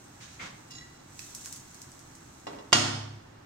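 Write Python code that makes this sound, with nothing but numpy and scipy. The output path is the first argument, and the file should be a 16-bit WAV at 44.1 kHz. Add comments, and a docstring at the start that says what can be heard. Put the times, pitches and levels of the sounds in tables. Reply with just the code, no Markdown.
"""Glass plate set on a hot pan

A glass plate slides off the counter and is set upside down on a hot frying pan in a tiled kitchen.
Friction makes it sing faintly as it is picked up, fat spits in filtered noise bursts, and its rim touches
lightly. It lands with a loud clink: decaying sine modes of glass and pan ring under noise bursts,
and the steel stove booms until the hand settles on it. A gas flame and room reverberation lie beneath."""
import sys
import numpy as np
from scipy import signal
from scipy.fft import rfft, irfft
from scipy.io import wavfile
from scipy.ndimage import uniform_filter1d

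SR = 44100
rng = np.random.default_rng(int(sys.argv[2]) if len(sys.argv) > 2 else 0)


def int16_out(signal):
    """Quantize to a 16-bit WAV file."""
    q = np.round(np.clip(np.atleast_2d(signal).T, -1, 1) * 32767)
    wavfile.write(sys.argv[1], SR, q.astype(np.int16))


N = 152145
TIME = np.arange(N) / SR
SIDES = np.array([[1], [-1]])  # left, right
CUTOFF_HZ = 17000

# Contacts as the plate lands on the pan. Each row: start in seconds, level in dB,
# contact brightness (low-pass corner) in Hz, left-right difference in dB.
LANDING = [(2.722, -21, 5030, -3), (2.7269, -1, 806, -2), (2.7283, 3, 4520, -5.5), (2.73, 0.5, 9450, -3),
           (2.7313, -5.5, 8000, -0.5)]
# Light touches of the rim that nudge the pan. Each row: start in seconds, knock level in dB,
# glass ring level in dB.
TOUCHES = [(2.4681, -33, -41.5), (2.532, -43.5, -64), (2.586, -46.5, -50)]
# Modes of the glass plate. 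Each row: frequency in Hz, relative level when struck in dB, when touched in dB,
# when rubbed in dB, time of the rubbed swell in seconds, free t60 in seconds, left-right difference in dB.
PLATE_MODES = [(1950, -3, -3.5, -49.5, 0.821, 0.18, -2.5), (2795, -13, -10, -62, .72, 0.09, -9),
               (2815, 7, -4, -66, 0.786, 0.15, 2), (3430, -13, -7.5, -66, 0.8, 0.13, -6),
               (3972, -16, -5, -51.5, .778, 0.12, -1), (4035, -18, -17, -61, .805, 0.13, -2),
               (4697, 4.5, -12, -54, 0.735, 0.089, -5), (5210, -13, -7, -52, 0.72, 0.12, -6),
               (5540, -11, -13, -54, 0.78, 0.17, -0.5), (6550, -2.5, -20, -55, .778, 0.18, -3),
               (6790, -7, -14, -54, 0.76, 0.16, -8), (8100, -20, -21.5, -75, .772, 0.22, 8)]
# Spectrum of hissing noise. Each row: frequency in Hz, relative density in dB per Hz.
HISS_COLOUR = [(500, -7.5), (2000, -2.5), (3200, 2), (4500, -1.5), (6300, 10.5), (8000, -1), (10000, -7.5),
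               (12000, -10.5), (16000, -12)]
# Coherence of diffuse sound. Each row: frequency in Hz, left-right correlation from -1 to 1.
LIKENESS = [(100, 1), (250, 0.91), (420, -0.014), (650, -0.34), (950, -0.16), (1400, 0.3), (2500, -0.099),
            (8000, 0.11), (12000, 1)]


def from_db(db):
    """Amplitude ratio of a level: 20 dB is a factor of ten."""
    return 10 ** (np.asarray(db) / 20)


def rms_one(x):
    """Normalise to unit mean-square power."""
    return x / np.sqrt(np.mean(x ** 2) + 1e-20)


def at_hz(points, hz):
    """Interpolate a spectrum linearly over log frequency."""
    table = np.array(points)
    return np.interp(np.log(hz), np.log(table[:, 0]), table[:, 1])


def level(points):
    """Gain envelope interpolated in decibels from rows of seconds and dB."""
    return from_db(np.interp(TIME, *np.transpose(points)))


def pan(db):
    """Level difference between the sides: a positive value favours the left."""
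    return from_db(db * SIDES / 2)


def decay(start, t60):
    """Exponential energy loss: a sudden start falls 60 dB in t60 seconds."""
    elapsed = np.clip((TIME - start) / t60, 0, 10)
    return (TIME >= start) * np.exp(-np.log(1000) * elapsed)


def convolve(x, response):
    """Linear superposition: every instant of x excites a copy of the response."""
    return signal.fftconvolve(np.atleast_2d(x), response, axes=1)[:, :N]


def click(s, gain):
    """An impulsive contact: one sample of the given strength."""
    return gain * (np.arange(N) == int(s * SR))


def cut(x, hz, kind):
    """Second-order Butterworth low-pass or high-pass filter."""
    sections = signal.butter(2, min(hz, CUTOFF_HZ), kind, fs=SR, output="sos")
    return signal.sosfilt(sections, x + 1e-18)


def noise(colour, likeness=None):
    """Partly coherent stereo noise: mid and side spectra mixed by correlation, at unit power."""
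    # Balance of diffuse sound. Each row: frequency in Hz, left-right difference in dB.
    balance = [(100, 0), (500, -2), (1400, -1.5), (3000, -1.5), (5500, -5), (8500, 2.5), (14000, 0.5)]
    hz = np.maximum(np.arange(N // 2 + 1) * SR / N, 1)
    mid, side = rfft(rng.standard_normal((2, N)))
    alike = np.clip(at_hz(LIKENESS, hz) if likeness is None else likeness, -1, 1)
    gain = from_db(at_hz(colour, hz) + SIDES * at_hz(balance, hz) / 2)
    spectrum = np.sqrt(1 + alike) * mid + np.sqrt(1 - alike) * side * SIDES
    return rms_one(irfft(gain * spectrum, N))


def ringing(modes):
    """Modal impulse response: decaying sines, with a left-right phase offset set by the coherence."""
    attack_s = 0.00054
    out = 0
    for hz, db, t60, pan_db in modes:
        phase_gap = np.arccos(np.clip(at_hz(LIKENESS, hz), -1, 1)) * rng.choice([-1, 1])
        sine = np.sin(2 * np.pi * hz * TIME + phase_gap * SIDES / 2)
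        out = out + from_db(db) * pan(pan_db) * decay(0, t60) * sine
    return out * (1 - np.exp(-TIME / attack_s))


def grains(per_s, spread_db):
    """Random impulse process: clicks of either sign and uneven size, at unit power."""
    sizes = from_db(spread_db * np.minimum(rng.exponential(1, N), 5)) * rng.choice([-1, 1], N)
    return rms_one(sizes * (rng.random(N) < per_s / SR))


def kitchen():
    """Diffuse reverberation: noise bands decay at their own rates, together of unit energy."""
    # Reverberation of the tiled room. Each row: band centre in Hz, t60 in seconds.
    room_t60 = [(100, 1), (400, 0.77), (1500, 0.67), (4000, 0.61), (7000, 0.55), (12000, 0.49)]
    build_s = 0.0007
    hz = np.maximum(np.arange(N // 2 + 1) * SR / N, 1)
    diffuse = rfft(noise([(1, 0)]))
    tail = 0
    for centre, t60 in room_t60:
        # triangular bands on log frequency add up to one
        band = at_hz([(f, f == centre) for f, _ in room_t60], hz)
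        tail = tail + irfft(diffuse * band, N) * decay(0, t60)
    return rms_one(tail * (1 - np.exp(-TIME / build_s))) / np.sqrt(N)


def flame():
    """Broadband turbulence: steady coloured noise for the gas flame and kitchen background."""
    # Background spectrum. Each row: frequency in Hz, relative density in dB per Hz.
    flame_colour = [(25, 12.5), (50, -1.5), (90, 2), (140, 2.5), (200, -5.5), (300, -2), (480, -13),
                    (850, -8.5), (1800, -15), (3000, -23.5), (6500, -28), (10000, -42.5), (16000, -44)]
    return from_db(-48) * noise(flame_colour)


def frying():
    """Impulsive bursts in fat: hiss and crackle share one envelope; each spit is a snap and a fizz."""
    # Spectrum of spitting fat. Each row: frequency in Hz, relative density in dB per Hz.
    fat_colour = [(300, 3), (1500, 8), (2500, -0.5), (3500, -2.5), (5000, 5), (6500, 8), (8000, 6.5),
                  (10000, -2.5), (12500, -8.5), (16000, -12.5)]
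    # Vigour of the sizzle. Each row: time in seconds, level in dB.
    sizzle = [(0, -57.5), (.25, -58.5), (.6, -59.5), (1.05, -61), (1.16, -53.5), (1.22, -46.5),
              (1.32, -49.5), (1.48, -47), (1.64, -55.5), (1.79, -53), (1.9, -56.5), (2.4, -58.5),
              (2.75, -63.5), (3.4, -72)]
    # Spits of fat. Each row: start in seconds, level in dB, left-right difference in dB,
    # high-pass corner in Hz.
    spits = [(1.1928, -32.5, -11.5, 2200), (1.3495, -26.5, 5, 5370), (1.412, -40, 0, 4000),
             (1.4468, -35, 4, 4500), (1.459, -34, -6, 1100), (1.467, -48, 4, 3500), (1.526, -29, -5, 4000),
             (1.561, -37.5, 4, 3000), (1.745, -38.5, 5, 5000), (1.8175, -34.5, 12, 4580),
             (1.918, -42.5, 4, 4500), (1.992, -42.5, 7, 4500), (2.1525, -41, 2, 4500)]
    crackle_db, hiss_db = -4, -5
    snap_t60_s, fizz_db, fizz_t60_s = 0.0051, -10.5, 0.16

    fat = noise(fat_colour, likeness=0.13)
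    snap = noise(fat_colour, likeness=0.18) * decay(0, t60=0.0069)
    crackle = convolve(grains(per_s=1200, spread_db=-0.5), snap)
    crackle = rms_one(cut(crackle, 4000, "high"))
    out = level(sizzle) * (from_db(crackle_db) * crackle + from_db(hiss_db) * noise(HISS_COLOUR))
    for s, db, pan_db, low_hz in spits:
        fizz = from_db(fizz_db) * decay(s, fizz_t60_s)
        spit = fat * (pan(pan_db) * decay(s, snap_t60_s) + fizz)
        out = out + from_db(db) * cut(spit, low_hz, "high")
    # the first spit bursts with a hollow pop: Hz, dB, t60 in seconds, left-right dB
    first_s, _, first_pan_db, _ = spits[0]
    pop = ringing([(2620, -38.5, 0.026, first_pan_db)])
    return out + convolve(click(first_s, 0.93), pop)


def slides():
    """Sliding friction as noise: each stroke opens with a hollow scrape and fades into a rustle."""
    # Strokes over the counter. Each row: start in seconds, length in seconds, rustle level in dB,
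    # treble tilt in dB per octave, scrape level in dB.
    strokes = [(0.197, 0.048, -49, 4.5, -54), (0.265, 0.089, -55.5, 4.5, -60),
               (0.39, 0.072, -42, -0.5, -38.5)]
    # Rustle spectrum before the tilt. Each row: frequency in Hz, relative density in dB per Hz.
    rustle_colour = [(100, -2), (250, 0.5), (600, -3.5), (900, 0.5), (1300, 2), (2600, -3), (3600, -4),
                     (5300, -8), (6500, -6), (9000, -20.5), (12000, -49), (16000, -37)]
    # Scrape spectrum. Each row: frequency in Hz, relative density in dB per Hz.
    scrape_colour = [(900, -22), (1700, -9.5), (2150, -1.5), (2500, -7.5), (3300, -16), (6000, -45)]
    attack_s, build_s, release_s, scrape_t60_s = 0.013, 0.023, 0.035, 0.33
    out = 0
    for start, length, db, tilt_db, scrape_db in strokes:
        attack = np.clip((TIME - start) / attack_s, 0, 1)
        build = np.clip((TIME - start) / build_s, 0, 1)
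        release = np.exp(-np.maximum(TIME - start - length, 0) / release_s)
        tilted = [(hz, band_db + tilt_db * np.log2(hz)) for hz, band_db in rustle_colour]
        rustle = noise(tilted) * from_db(db) * release * build
        scrape = attack * from_db(scrape_db) * decay(start, scrape_t60_s) * noise(scrape_colour)
        out = out + rustle + scrape
    return out


def singing():
    """Frictional excitation: the rim catches with a tick, and as contact travels round, modes swell in turn."""
    # Rim dragging and exciting the glass. Each row: time in seconds, level in dB.
    rim_drag = [(.66, -83), (.705, -70), (.714, -60), (.80, -71.5), (.84, -82), (.92, -82), (.955, -72),
                (1.03, -84)]
    catch_s, catch_db, catch_t60_s, catch_low_hz = .708, -45.5, .07, 4500
    grip_s, swell_width_s, swell_steepness = 0.0036, 0.016, 1.7
    rubbed_ring_share = 0.58  # friction shortens the ring and roughens the tone

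    tick = cut(noise(HISS_COLOUR), catch_low_hz, "high")
    out = from_db(catch_db) * decay(catch_s, catch_t60_s) * tick
    gripped = np.clip((TIME - catch_s) / grip_s, 0, 1)
    friction = grains(per_s=900, spread_db=4.0)
    drag = level(rim_drag)
    for hz, _, _, db, swell_s, t60, pan_db in PLATE_MODES:
        mode = ringing([(hz, 0, t60 * rubbed_ring_share, pan_db)])[:, :SR // 2]
        tone = convolve(friction, mode)
        # even out the slow level changes of the random excitation
        power = uniform_filter1d(np.mean(tone ** 2, axis=0), size=1300)
        tone = tone / np.sqrt(power + 1e-9)
        distance = np.abs((TIME - swell_s) / swell_width_s)
        swell = from_db(db) / (1 + distance ** swell_steepness)
        out = out + tone * (gripped * swell + drag)
    return out


def touches():
    """Damped impact: light contacts make the pan knock dully on the stove, as decaying noise."""
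    # Knock spectrum. Each row: frequency in Hz, relative density in dB per Hz.
    knock_colour = [(80, -20), (170, -10), (280, 3.5), (420, -2), (620, 3), (780, -2.5), (950, 0),
                    (1200, -9), (1600, -14), (3000, -18.5), (6000, -27), (9000, -41), (14000, -50)]
    knocks = sum(from_db(db) * decay(s, t60=0.14) for s, db, _ in TOUCHES)
    return noise(knock_colour) * knocks


def stove():
    """Plate resonance: the blow makes the stove top boom until the hand damps it, then presses down."""
    # Modes of the sheet-steel stove top. Each row: frequency in Hz, relative level in dB,
    # undamped t60 in seconds, left-right difference in dB.
    stove_modes = [(106, -0.5, 1.96, -1), (137.6, -7, 1.87, 1.5), (233, -5, 0.76, 0), (269.6, 0, 0.83, -2),
                   (307.6, -3, 0.59, 11), (347.6, -4, 0.8, -6)]
    stove_db, damped_s, damped_t60_s = -28.5, 3.195, 0.027
    press_s, press_db = 3.325, -50
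    steel = ringing(stove_modes)
    damping = np.where(TIME < damped_s, 1, decay(damped_s, damped_t60_s))
    boom = convolve(click(LANDING[1][0], from_db(stove_db)), steel) * damping
    press = convolve(click(press_s, from_db(press_db)), steel * decay(0, t60=0.55))
    return boom + cut(press, hz=180, kind="low")


def landing():
    """High modal density: dense, short-lived modes of each contact merge into a noise crack and clatter."""
    # Spectrum of glass on metal. Each row: frequency in Hz, relative density in dB per Hz.
    clash_colour = [(55, -7), (110, -0.5), (180, -4), (320, 3.5), (500, -2.5), (700, -1), (1400, -1),
                    (2300, -4), (3100, 2), (4000, -2), (4900, 0), (6800, 1), (8500, -3.5), (10500, -14),
                    (13000, -18), (16000, -50)]
    crack_db, crack_t60_s, clatter_db, clatter_t60_s = -13.5, 0.017, -21, 0.23
    out = 0
    for s, db, bright_hz, pan_db in LANDING:
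        crack = from_db(crack_db) * decay(s, crack_t60_s)
        clatter = from_db(clatter_db) * decay(s, clatter_t60_s)
        burst = noise(clash_colour, likeness=0.38) * (crack + clatter)
        out = out + from_db(db) * pan(pan_db) * cut(burst, bright_hz, "low")
    return out


def clink():
    """Modal excitation by impact: touches tinkle the glass, and the landing rings glass and pan."""
    # Modes of the pan. Each row: frequency in Hz, relative level in dB, t60 in seconds,
    # left-right difference in dB.
    pan_modes = [(713, -4, 0.43, 4), (730, 0, 0.65, 4.5), (953, -8, 0.44, -4), (1117, -5, 0.42, 3),
                 (1176, -1, 0.32, 3), (1280, -7, 0.44, -1), (1472, -5, 0.21, 13), (1910, -5, 0.4, 4),
                 (3240, 1, 0.24, -8), (3610, -6, 0.3, -2), (4400, 3, 0.34, -1), (4800, 4, 0.2, 1),
                 (5700, 0, 0.3, 1.5), (6239, 4, 0.15, 0)]
    plate_db, pan_level_db = -18.5, -27
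    struck = ringing([(hz, db, t60, pan_db) for hz, db, _, _, _, t60, pan_db in PLATE_MODES])
    touched = ringing([(hz, db, t60, pan_db) for hz, _, db, _, _, t60, pan_db in PLATE_MODES])
    taps = sum(click(s, from_db(db)) for s, _, db in TOUCHES)
    blow = click(LANDING[2][0], 1)
    both = from_db(plate_db) * struck + from_db(pan_level_db) * ringing(pan_modes)
    return convolve(taps, touched) + convolve(blow, both)


def scene():
    """Superposition of direct sources, their reverberation and the flame."""
    handling = slides() + singing()
    fat = frying()
    blows = touches() + landing()
    rings = clink()
    # sends to the room, in dB
    into_room = from_db(-8) * handling + from_db(-8.5) * fat + from_db(-1.82) * blows + from_db(-13.5) * rings
    room = convolve(into_room[1], kitchen())  # the right side feeds the room
    return handling + fat + blows + rings + stove() + room + flame()


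def record(dry):
    """Dynamic compression: gain ducks on the blow and recovers; peaks are rounded, deep bass and top cut."""
    limit_db, limit_share, attack_s, recovery_db_per_s = -15.5, 0.6, 0.0057, 20
    power = uniform_filter1d(np.mean(dry ** 2, axis=0), size=128)
    loud_db = 10 * np.log10(np.maximum(power, 1e-12))
    cut_db = limit_share * np.maximum(loud_db - limit_db, 0)
    # hold the largest reduction and release it at a constant rate
    recovery_db = recovery_db_per_s * TIME
    held_db = np.maximum.accumulate(cut_db + recovery_db) - recovery_db
    keep = np.exp(-1 / (attack_s * SR))
    gain = from_db(-signal.lfilter([1 - keep], [1, -keep], held_db))
    wet = np.tanh(cut(dry, 78, "high") * gain)
    return signal.sosfilt(signal.cheby2(12, 70, CUTOFF_HZ, fs=SR, output="sos"), wet)


dry = scene()
out = record(dry)
int16_out(out)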